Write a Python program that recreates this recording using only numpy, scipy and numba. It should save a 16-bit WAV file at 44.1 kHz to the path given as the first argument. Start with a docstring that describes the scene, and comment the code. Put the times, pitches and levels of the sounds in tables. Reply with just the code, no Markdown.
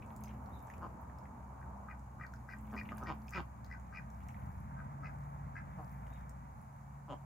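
"""A grassy yard with a plastic wading pool, ducks feeding a few metres from the microphone.
Their bills click, smack and dabble in wet grass and mud. Hens give low quacks, membrane pulses ringing
throat and chest; drakes give short hoarse rasps, slower breathy pulses in a long windpipe.
Far off, a small bird chirps twice and engines hum and drone under the tyre wash of a road."""
import sys
import numpy as np
from scipy import signal
from scipy.fft import rfft, irfft
from scipy.io import wavfile
from scipy.ndimage import uniform_filter1d
from numba import njit

SR = 44100
rng = np.random.default_rng(int(sys.argv[2]) if len(sys.argv) > 2 else 0)


def unload_audio(sound):
    """Save the sound as a 16-bit wav file, at the path given as the first command line argument."""
    columns = np.transpose(np.atleast_2d(sound))
    # keep every value between -1 and 1, then stretch to whole-number steps
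    steps = np.round(np.clip(columns, -1, 1) * 32767)
    wavfile.write(sys.argv[1], SR, steps.astype(np.int16))


N = 319725
TIME = np.arange(N) / SR
TOP_HZ = 15900  # upper edge of the recorder's band


def amp(db):
    """Decibels to gain."""
    return 10 ** (np.asarray(db) / 20)


def unit(x):
    """Scale to rms 1."""
    return x / np.sqrt(np.mean(x ** 2) + 1e-20)


def curves(table):
    """The columns after a table's time column, one value a sample."""
    times, *columns = np.transpose(table)
    return [np.interp(TIME, times, column) for column in columns]


def swells(table, rest_db):
    """Bell-shaped swells over a steady level, as a gain."""
    power = sum(amp(db) ** 2 * np.exp(-((TIME - s) / half_s) ** 2) for s, half_s, db in table)
    return np.sqrt(amp(rest_db) ** 2 + power)


def wander(rate_hz):
    """Smooth random drift with a spread near 1."""
    hold = int(SR / rate_hz)
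    steps = np.repeat(rng.standard_normal(N // hold + 1), hold)
    return 1.3 * uniform_filter1d(uniform_filter1d(steps, hold), hold)[:N]


@njit
def state_variable_filter(x, hz, width):
    """Band-pass with a moving centre, gain 1 there."""
    y, band_state, low_state = np.empty(len(x)), 0., 0.
    for i in range(len(x)):
        gain, damping = np.tan(np.pi * hz[i] / SR), width / hz[i]
        band = (band_state + gain * (x[i] - low_state)) / (1 + gain * (gain + damping))
        band_state = 2 * band - band_state
        low_state += 2 * gain * band
        y[i] = damping * band
    return y


def bandpass(x, hz, width):
    """One band, steady or moving."""
    return state_variable_filter(x, np.minimum(hz, TOP_HZ) * np.ones(len(x)), float(width))


def resonate(x, hz, width):
    """A steep-sided resonance: two wider bands in series."""
    return bandpass(bandpass(x, hz, 1.31 * width), hz, 2 * width)


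def resonances(x, table, scale=1):
    """A table's resonances side by side, their frequencies times scale."""
    return sum(amp(db) * resonate(x, hz * scale, width) for hz, width, db in table)


def pan(db):
    """Left and right gains, the left louder by db."""
    return amp(np.array([[db], [-db]]) / 2)


def add(out, s, x, pan_db=0):
    """Mix a short sound in at s seconds."""
    start = max(int(s * SR), 0)
    out[:, start:start + len(x)] += pan(pan_db) * x[:N - start]


def wash(spectrum, likeness, lag_ms=0):
    """Coloured stereo noise; likeness is the power share common to both sides, late on the right."""
    freqs = np.maximum(np.arange(N // 2 + 1) * SR / N, 1)
    hz, db = np.transpose(spectrum)
    colour = amp(np.interp(np.log(freqs), np.log(hz), db, left=-90, right=-90))
    common, left, right = rfft(rng.standard_normal((3, N)))
    shared = np.array([common, common * np.exp(-2j * np.pi * freqs * lag_ms / 1000)])
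    sides = np.sqrt(likeness) * shared + np.sqrt(1 - likeness) * np.array([left, right])
    return unit(irfft(colour * sides, N))


# Still air around the microphone. Each row: frequency in Hz, relative density in dB.
AIR_SPECTRUM = [(1650, -35), (2800, -8), (3260, -11), (3860, -5.5), (5280, -5), (5890, -4.5), (6670, 4),
                (7600, -2.5), (12400, -9), (14200, -9), (16000, -10)]


def still_air():
    """A faint, wide, high hiss."""
    return amp(-79.5) * wash(AIR_SPECTRUM, likeness=0.013)


# Tyres on the distant road, roar and hiss. Each row: frequency in Hz, relative density in dB.
ROAR_SPECTRUM = [(200, -22), (400, -12.5), (600, -1.5), (900, 6), (1200, -2), (1600, -13), (2400, -57)]
HISS_SPECTRUM = [(900, 2), (1600, -1.5), (1900, -4), (2350, -9), (2700, -16.5), (3500, -27), (5000, -54)]


def vehicle(passing, exhaust_spectrum, tyre_likeness, lag_ms):
    """Exhaust and tyres waver in moving air and fall off either side of the nearest point."""
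    nearest_s, half_power_s, rumble_db, roar_db, hiss_db = passing
    layers = [(rumble_db, wash(exhaust_spectrum, .93, lag_ms)),
              (roar_db, wash(ROAR_SPECTRUM, tyre_likeness, lag_ms)),
              (hiss_db, wash(HISS_SPECTRUM, tyre_likeness, lag_ms))]
    wavering = sum(noise * amp(db + 1.5 * wander(16)) for db, noise in layers)
    relative_distance = np.hypot(1, (TIME - nearest_s) / half_power_s)
    return wavering / relative_distance


# Exhausts far ahead of the microphone and off left. Each row: frequency in Hz, relative density in dB.
EXHAUST_AHEAD = [(20, -37), (40, -17), (55, -1.5), (80, 3), (125, -1.5), (170, -5), (240, -2.5), (300, -13),
                 (420, -19), (700, -20.5)]
EXHAUST_LEFT = [(20, -24), (40, -12.5), (55, -3.5), (90, 3), (130, -0.5), (180, -1.5), (240, -8),
                (300, -18), (420, -34.5), (700, -64)]
# Vehicles passing there. Each row: nearest moment in seconds, seconds from then until 3 dB down,
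# then exhaust rumble, tyre roar and tyre hiss in dB.
TRAFFIC_AHEAD = [(.55, 0.65, -52, -55.5, -69.5), (1.7, 0.11, -55, -56.5, -100),
                 (2.85, 0.22, -52, -58.5, -69.5)]
TRAFFIC_LEFT = [(4.9, 0.75, -49, -56.5, -65), (6.0, 0.28, -55.5, -58, -65.5)]


def road():
    """Vehicles pass ahead, then on the left, over steady traffic farther off."""
    far_roar = amp(-63) * wash(ROAR_SPECTRUM, likeness=0.062)
    far_hiss = amp(-74.5) * wash(HISS_SPECTRUM, likeness=0.049)
    ahead = sum(vehicle(row, EXHAUST_AHEAD, tyre_likeness=0.18, lag_ms=0.051) for row in TRAFFIC_AHEAD)
    left = sum(vehicle(row, EXHAUST_LEFT, tyre_likeness=0.84, lag_ms=0.5) for row in TRAFFIC_LEFT)
    return far_roar + far_hiss + ahead + left


def far_tone(hz, db, waver, flutter_db, harmonics_db=(0,)):
    """A wavering tone whose harmonics fade in and out with the air."""
    phase = 2 * np.pi * np.cumsum(hz * (1 + waver * wander(14))) / SR
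    return np.sqrt(2) * sum(amp(db + harmonic_db + flutter_db * wander(11)) * np.sin(k * phase)
                            for k, harmonic_db in enumerate(harmonics_db, 1))


# An engine idling far from the yard. Each row: time in seconds, firing rate in Hz, level in dB.
IDLE_CURVE = [(0, 65.9, -54.5), (1.4, 63.93, -53), (4.8, 62.6, -52), (6.3, 61.03, -51), (6.7, 60.3, -63),
              (7.25, 62.3, -54)]


def idling_engine():
    """A low hum of the firing rate and two overtones, sagging and dipping near the end."""
    return far_tone(*curves(IDLE_CURVE), waver=0.02536, flutter_db=2.0, harmonics_db=[-1, -16.5, -17])


# A distant vehicle's engine. Each row: time in seconds, firing rate in Hz.
DRONE_PITCH = [(0, 223), (.3, 213), (.6, 196), (1.3, 194), (2.5, 213.5), (4.2, 215)]
# Its swells at the microphone. Each row: middle and half length in seconds, level in dB.
DRONE_SWELLS = [(.28, 0.17, -55), (1.88, 0.18, -56.5), (2.78, 0.16, -48.5), (3.2, 0.097, -52),
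                (4.15, 0.15, -57.5)]


def droning_engine():
    """A drone at the firing rate that comes through in swells."""
    drone = far_tone(*curves(DRONE_PITCH), db=0, waver=0.0052, flutter_db=2.5)
    return swells(DRONE_SWELLS, rest_db=-70) * drone


def whine():
    """A thin, far whine that never stops."""
    return far_tone(hz=2280, db=-87.5, waver=0.008, flutter_db=1.5)


# The flock rummaging in the grass, a few metres off.
# Each row: middle and half length in seconds, relative level in dB.
RUMMAGING = [(.2, .15, -80), (.65, .18, -79), (2.8, .27, -78.5), (3.3, .12, -78), (4.37, .2, -80),
             (5.25, 0.13, -85.5), (5.88, .1, -79), (6.13, .1, -82.5), (6.6, .06, -86)]
RUMMAGING_REST_DB = -87.5


def dabbling(cracks_per_s=2000, nibbles_per_s=45, spread_db=2.2):
    """Wet blades of grass snap in countless tiny cracks, mostly on the right, among softer nibbles."""
    rates = np.array([[cracks_per_s], [cracks_per_s], [nibbles_per_s]])
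    hits = rng.random((3, N)) < rates / SR
    sizes = amp(spread_db * np.minimum(rng.exponential(size=(3, N)), 4))
    left, right, bites = hits * sizes * rng.choice([-1, 1], (3, N))
    cracks = [bandpass(bandpass(side, 11300, 4900), 14200, 8800) for side in (left, right)]
    crackle = amp(-4.0) * pan(-17) * unit(np.array(cracks))
    bursts = uniform_filter1d(bites, size=130) * rng.standard_normal(N)
    nibbles = amp(-7.5) * unit(resonate(bursts, 6300, 3000))
    return swells(RUMMAGING, RUMMAGING_REST_DB) * (crackle + nibbles)


def smack(hz, width, rise_per_s=22, muffle_hz=3230):
    """A wet film bursts in a parting bill: a rising cavity resonance, muffled by water; peak 1."""
    t = TIME[:SR // 40]
    burst = rng.standard_normal(len(t)) * (1 - np.exp(-t / 0.0012)) * np.exp(-t / 0.0017)
    cavity = resonate(burst, hz * (1 + rise_per_s * (t - .003)), width)
    muffled = signal.sosfilt(signal.butter(4, muffle_hz, fs=SR, output="sos"), cavity)
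    return muffled / np.abs(muffled).max()


# Bouts in the wet mud by the pool. Each row: middle and half length in seconds, level in dB.
MUD_BOUTS = [(.06, .06, -84.5), (.28, 0.045, -70), (.72, 0.068, -80), (2.86, 0.15, -73), (4.3, .09, -76),
             (6.15, 0.032, -75)]


def squelching(splashes_per_s=60, splash_hz=2310, spread_oct=0.2):
    """Tiny splashes at chance moments, each with its own size and pitch."""
    out, count = np.zeros((2, N)), int(splashes_per_s * N / SR)
    for s, size, octaves in rng.uniform([0, -1, -spread_oct], [TIME[-1], 1, spread_oct], (count, 3)):
        add(out, s, amp(3.4 * size) * smack(splash_hz * 2 ** octaves, width=770))
    return swells(MUD_BOUTS, rest_db=-93) * unit(out)


# Wet bills, a few metres straight ahead.
# Each row: start in seconds, peak in dB, cavity resonance and its width in Hz.
WET_SMACKS = [(0.022, -51, 2460, 330), (.103, -55.5, 2080, 1080), (.28, -58, 2300, 1400),
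              (.305, -59, 2500, 900), (.699, -46.5, 1820, 340), (.737, -52, 2380, 380),
              (1.0964, -56, 1830, 350), (1.254, -53.5, 1880, 326), (2.336, -45, 1410, 322),
              (2.857, -56, 2400, 600), (2.889, -43, 2170, 600), (2.9783, -48.5, 1520, 715),
              (3.281, -51.5, 2420, 600), (4.288, -49, 2000, 600), (4.343, -51.5, 1950, 597),
              (6.066, -55, 2100, 600)]


def bill_smacks():
    """Single smacks of wet bills parting."""
    out = np.zeros((2, N))
    for s, db, hz, width in WET_SMACKS:
        add(out, s, amp(db) * smack(hz, width))
    return out


def faint_clicks(count, db=-71.5, spread_db=0.5, hz=8600, spread_oct=0.36):
    """Chance rows like those of LOUD_CLICKS, likelier while the ducks rummage."""
    effort = np.cumsum(swells(RUMMAGING, RUMMAGING_REST_DB))
    times = np.interp(rng.random(count), effort / effort[-1], TIME)
    return [(s, db + spread_db * size, hz * 2 ** (spread_oct * pitch))
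            for s, (size, pitch) in zip(times, rng.standard_normal((count, 2)))]


# Bills snapping a few metres off, the duller ones ahead, the brighter right of the microphone.
# Each row: start in seconds, peak in dB, ring in Hz.
LOUD_CLICKS = [(0.0623, -61, 7890), (0.114, -62, 12300), (0.1628, -47, 7560), (0.2074, -56, 11600),
               (0.237, -42.5, 7000), (.257, -54, 5000), (.281, -55.5, 5600), (0.4596, -61, 4600),
               (.625, -57.5, 12300), (.6694, -62, 7300), (0.7002, -57, 6750), (0.7377, -58, 6690),
               (1.0121, -60, 13370), (1.185, -59, 5200), (1.9938, -62, 6500), (2.265, -55.5, 5070),
               (2.3376, -55.5, 5470), (2.36, -63, 5870), (2.585, -60, 8050), (2.6125, -60, 13700),
               (2.7227, -60, 13200), (2.9482, -61, 11800), (2.971, -50, 10100), (2.982, -45, 6030),
               (3.035, -53, 6200), (3.2186, -64, 4880), (3.281, -53, 5100), (3.292, -51, 7000),
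               (3.307, -46, 7340), (3.645, -53.5, 4870), (3.662, -58, 5340), (3.7973, -61, 6630),
               (4.1016, -60.5, 6310), (4.2847, -52, 7000), (4.6019, -62, 11400), (5.9189, -58, 13500),
               (6.0691, -68, 7410), (6.137, -61, 7140), (6.294, -50.5, 7540), (6.6143, -63, 11000)]


def bill_clicks(ahead_hz=5060, pan_db_per_oct=-6, crack_s=0.00079):
    """Hard bills snap shut with a short crack, brighter the harder they close."""
    out, t = np.zeros((2, N)), TIME[:SR // 20]
    decay = np.exp(-t / crack_s)
    for s, db, hz in LOUD_CLICKS + faint_clicks(count=22):
        crack = rng.standard_normal(len(t)) * (1 - decay) ** 2 * decay
        brightness = amp(0.69 * (db + 38.5))
        click = resonate(crack, hz, 0.29 * hz) + brightness * resonate(crack, 13500, 6000)
        add(out, s, amp(db) * click / np.abs(click).max(), pan_db_per_oct * np.log2(hz / ahead_hz))
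    return out


# A small bird, far off. Each row: start and length in seconds, level in dB, top pitch in Hz.
BIRD_NOTES = [(0.513, 0.07, -80.5, 3740), (6.089, 0.091, -86, 3780)]


def bird(rise=0.053, drop=0.2):
    """Thin wavering notes that rise a little and drop away at the end."""
    out = np.zeros((2, N))
    for s, length, db, hz in BIRD_NOTES:
        progress = np.linspace(0, 1, int(length * SR))
        arch = np.sin(np.pi * progress)
        pitch = hz * (1 + rise * (arch - 1) - drop * progress ** 8 + 0.021 * wander(300)[:len(arch)])
        add(out, s, amp(db) * unit(np.sin(2 * np.pi * np.cumsum(pitch) / SR) * arch))
    return out


def syrinx(length, first_hz, last_hz, breath, puff_s, jitter=.06, scatter_db=1.8):
    """Membrane slaps, each trailing a puff of air; also gives the call's progress from 0 to 1."""
    n = int((length + .02) * SR)
    slaps, s = np.zeros(n), .001
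    for delay, size in rng.standard_normal((32, 2)):
        if s < length:
            slaps[int(s * SR)] = amp(scatter_db * size)
            rate_hz = first_hz + (last_hz - first_hz) * (s / length) ** 3
            s += np.exp(jitter * delay) / rate_hz
    puff_envelope = signal.lfilter([1], [1, -np.exp(-1 / (puff_s * SR))], slaps)
    puffs = puff_envelope * rng.standard_normal(SR)[:n]
    return unit(slaps) + breath * unit(puffs), np.minimum(TIME[:n] / length, 1)


# Resonances all hens share: throat, chest, nasal ring and the thin edge of an open bill.
# Each row: frequency and width in Hz, relative level in dB.
HEN_THROAT = [(562, 294, 1.5), (875, 285, 5.5), (1106, 214, 0), (2070, 1240, -11)]
HEN_CHEST = [(184, 91, 6.3), (308, 39, 6)]
HEN_NASAL = [(3060, 350, -1), (6900, 560, -15)]
HEN_BILL = [(3720, 460, -12), (4530, 240, -2.5), (5000, 320, -4), (6640, 450, -11)]
# Hens a few metres ahead of the microphone. 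Each row: start and length in seconds, level in dB,
# first and last pulse rate in Hz, throat and chest tuning as a ratio, the bird's own resonance in Hz,
# its gain in dB, chest gain in dB, bill opening as a cut-off in Hz, nasal gain in dB.
HEN_QUACKS = [(0.811, 0.058, -48.5, 173.1, 109.4, 1.05, 1046, 5, -4, 1370, -28),
              (2.721, 0.039, -51.5, 119.8, 111, 1.33, 1090, -10, 0, 1340, -31),
              (2.91, 0.022, -50, 124.8, 111, 1.38, 1200, 13, 0, 1800, -18),
              (3.004, 0.051, -50, 124.9, 131, 1.03, 1200, 9, 0, 1500, -38),
              (3.064, 0.066, -45, 160.1, 100, 1.014, 995, 0, -0.5, 2600, -41),
              (3.3453, 0.061, -43.5, 180, 115.5, 1.08, 1280, 7, 1, 3030, -19),
              (5.774, 0.044, -53, 157.3, 125.3, 0.94, 717, 14.5, -1.5, 1220, -40),
              (7.081, 0.067, -47.5, 153.3, 62.8, 0.89, 590, 11, 2, 1500, -9.5),
              (7.206, 0.047, -70.5, 131.3, 101, 0.8, 1020, 6, -12, 1280, -39)]


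def hens(throat_fall=0.2, throat_arch=0.047):
    """Pulses, mostly slowing, ring the chest and a sinking throat; a half-shut bill dulls the voice."""
    out = np.zeros((2, N))
    for quack in HEN_QUACKS:
        s, length, db, first_hz, last_hz, scale, own_hz, own_db, chest_db, open_hz, nasal_db = quack
        pulses, progress = syrinx(length, first_hz, last_hz, breath=0.22, puff_s=0.0015)
        effort = np.sin(np.pi * progress)
        pulses *= 0.45 + 0.61 * progress + effort
        bend = scale * (1 + throat_fall * (.5 - progress) + throat_arch * (effort - 2 / np.pi))
        throat = resonances(pulses, HEN_THROAT, bend)
        chest = amp(chest_db) * resonances(pulses, HEN_CHEST, scale)
        own_ring = amp(own_db) * resonate(pulses * effort, own_hz, 76)
        voice = signal.sosfilt(signal.butter(3, open_hz, fs=SR, output="sos"), throat + chest + own_ring)
        nasal = amp(nasal_db) * resonances(pulses * effort, HEN_NASAL)
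        edge = amp(-24.0 + 8.5 * np.log2(open_hz / 2000)) * resonances(pulses, HEN_BILL)
        add(out, s, amp(db) * unit(voice + nasal + edge))
    return out


# Resonances of a drake's windpipe and of the hiss in his bill.
# Each row: frequency and width in Hz, relative level in dB.
DRAKE_WINDPIPE = [(1250, 82, 8.5), (1563, 93, 6.5), (1956, 80, 2), (2424, 79, 0), (2820, 74, -13)]
DRAKE_BILL = [(4450, 260, -9), (4960, 730, 6.5), (5860, 500, -9)]
# Drakes a few metres off, a little left of the microphone. Each row: start and length in seconds,
# level in dB, mouth resonance shut and open in Hz, windpipe tuning as a ratio, neck gain in dB,
# hiss against the voice in dB.
DRAKE_RASPS = [(1.6, 0.044, -65.5, 1200, 1750, .97, 7, -35),
               (1.871, 0.065, -57, 1300, 2180, 1.0, 12.5, -37),
               (2.184, 0.073, -54, 1250, 2110, 0.98, 11.5, -35),
               (2.475, 0.07, -55, 1240, 2300, 1.0, 2, -23), (2.749, 0.07, -51.5, 1600, 2400, 1, 3.5, -19.5),
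               (3.046, 0.07, -55.5, 1300, 2260, .96, 9, -17), (3.31, 0.079, -50, 1450, 2510, 1, 4, -17.5),
               (3.686, 0.07, -56, 1330, 2090, .995, -4, -23),
               (3.912, 0.0923, -54.5, 1230, 2440, 1.002, 5.5, -22.5),
               (4.751, .08, -59.5, 1300, 1540, 1.0, -6, -40),
               (5.019, 0.081, -56.5, 1220, 2310, 1.04, 10, -23.5),
               (5.54, 0.0675, -54, 1350, 1980, 1.05, -9, -31.5)]


def drakes(mouth_width_hz=375, pipe_arch=0.04):
    """Slow breathy pulses ring a long windpipe; the bill opens and shuts, sweeping its resonances."""
    out = np.zeros((2, N))
    lowest_hz, lowest_width, _ = DRAKE_WINDPIPE[0]
    for s, length, db, shut_hz, open_hz, scale, neck_db, hiss_db in DRAKE_RASPS:
        pulses, progress = syrinx(length, first_hz=86, last_hz=81.46, breath=.6, puff_s=.004)
        opening = np.sin(np.pi * progress ** 1.18)
        pulses *= opening ** .9
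        mouth = resonate(pulses, shut_hz + (open_hz - shut_hz) * opening, mouth_width_hz)
        bend = scale * (1 + pipe_arch * (opening - np.pi / 4))
        pipe = resonances(mouth, DRAKE_WINDPIPE, bend)
        # early in the call the lowest resonance also sounds through the neck
        neck = amp(neck_db) * (1 - progress) ** 2 * resonate(pulses, lowest_hz * bend, lowest_width)
        # the open bill leaks hiss, most at each pulse
        pulse_envelope = np.abs(signal.hilbert(mouth)) / mouth.std()
        leak = rng.standard_normal(len(pulses)) * opening * (pulse_envelope + 1.6)
        hiss = amp(hiss_db) * unit(resonances(leak, DRAKE_BILL))
        add(out, s, amp(db) * (unit(pipe + neck) + hiss), pan_db=2.5)
    return out


# A second distant vehicle, coming forward after four seconds.
# Each row: time in seconds, firing rate in Hz, level in dB.
SPEEDING_CURVE = [(4.1, 124.5, -59.5), (4.9, 140.8, -52), (5.25, 140, -49.5), (5.9, 137.4, -53.5),
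                  (6.6, 136.7, -59.5), (7, 139.5, -54)]


def speeding_engine():
    """A quiet drone at the firing rate that grows as the vehicle speeds up, then holds its pitch."""
    return far_tone(*curves(SPEEDING_CURVE), waver=0.013, flutter_db=0.5)


def yard(x, wet_db, t60_s):
    """Ground, pool wall and fences scatter a short, different echo to each side."""
    t = TIME[:SR // 3]
    tail = rng.standard_normal((2, len(t))) * amp(-60 * t / t60_s) * (t > .002)
    tail /= np.sqrt(np.sum(tail ** 2, axis=1, keepdims=True))
    return x + amp(wet_db) * signal.fftconvolve(x, tail, axes=1)[:, :N]


def scene():
    """The flock near the microphone, with a bird, engines, road and still air behind it."""
    calls = yard(hens() + drakes(), wet_db=-4.0, t60_s=0.15)
    feeding = yard(bill_clicks() + bill_smacks() + squelching(), wet_db=-2.5, t60_s=0.15)
    far_bird = yard(bird(), wet_db=5.0, t60_s=0.25)
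    engines = idling_engine() + droning_engine() + speeding_engine()
    return calls + feeding + far_bird + engines + whine() + still_air() + dabbling() + road()


def record(dry):
    """The recorder cuts the treble steeply above TOP_HZ."""
    return signal.sosfilt(signal.ellip(10, .2, 70, TOP_HZ, fs=SR, output="sos"), dry)


dry = scene()
out = record(dry)
unload_audio(out)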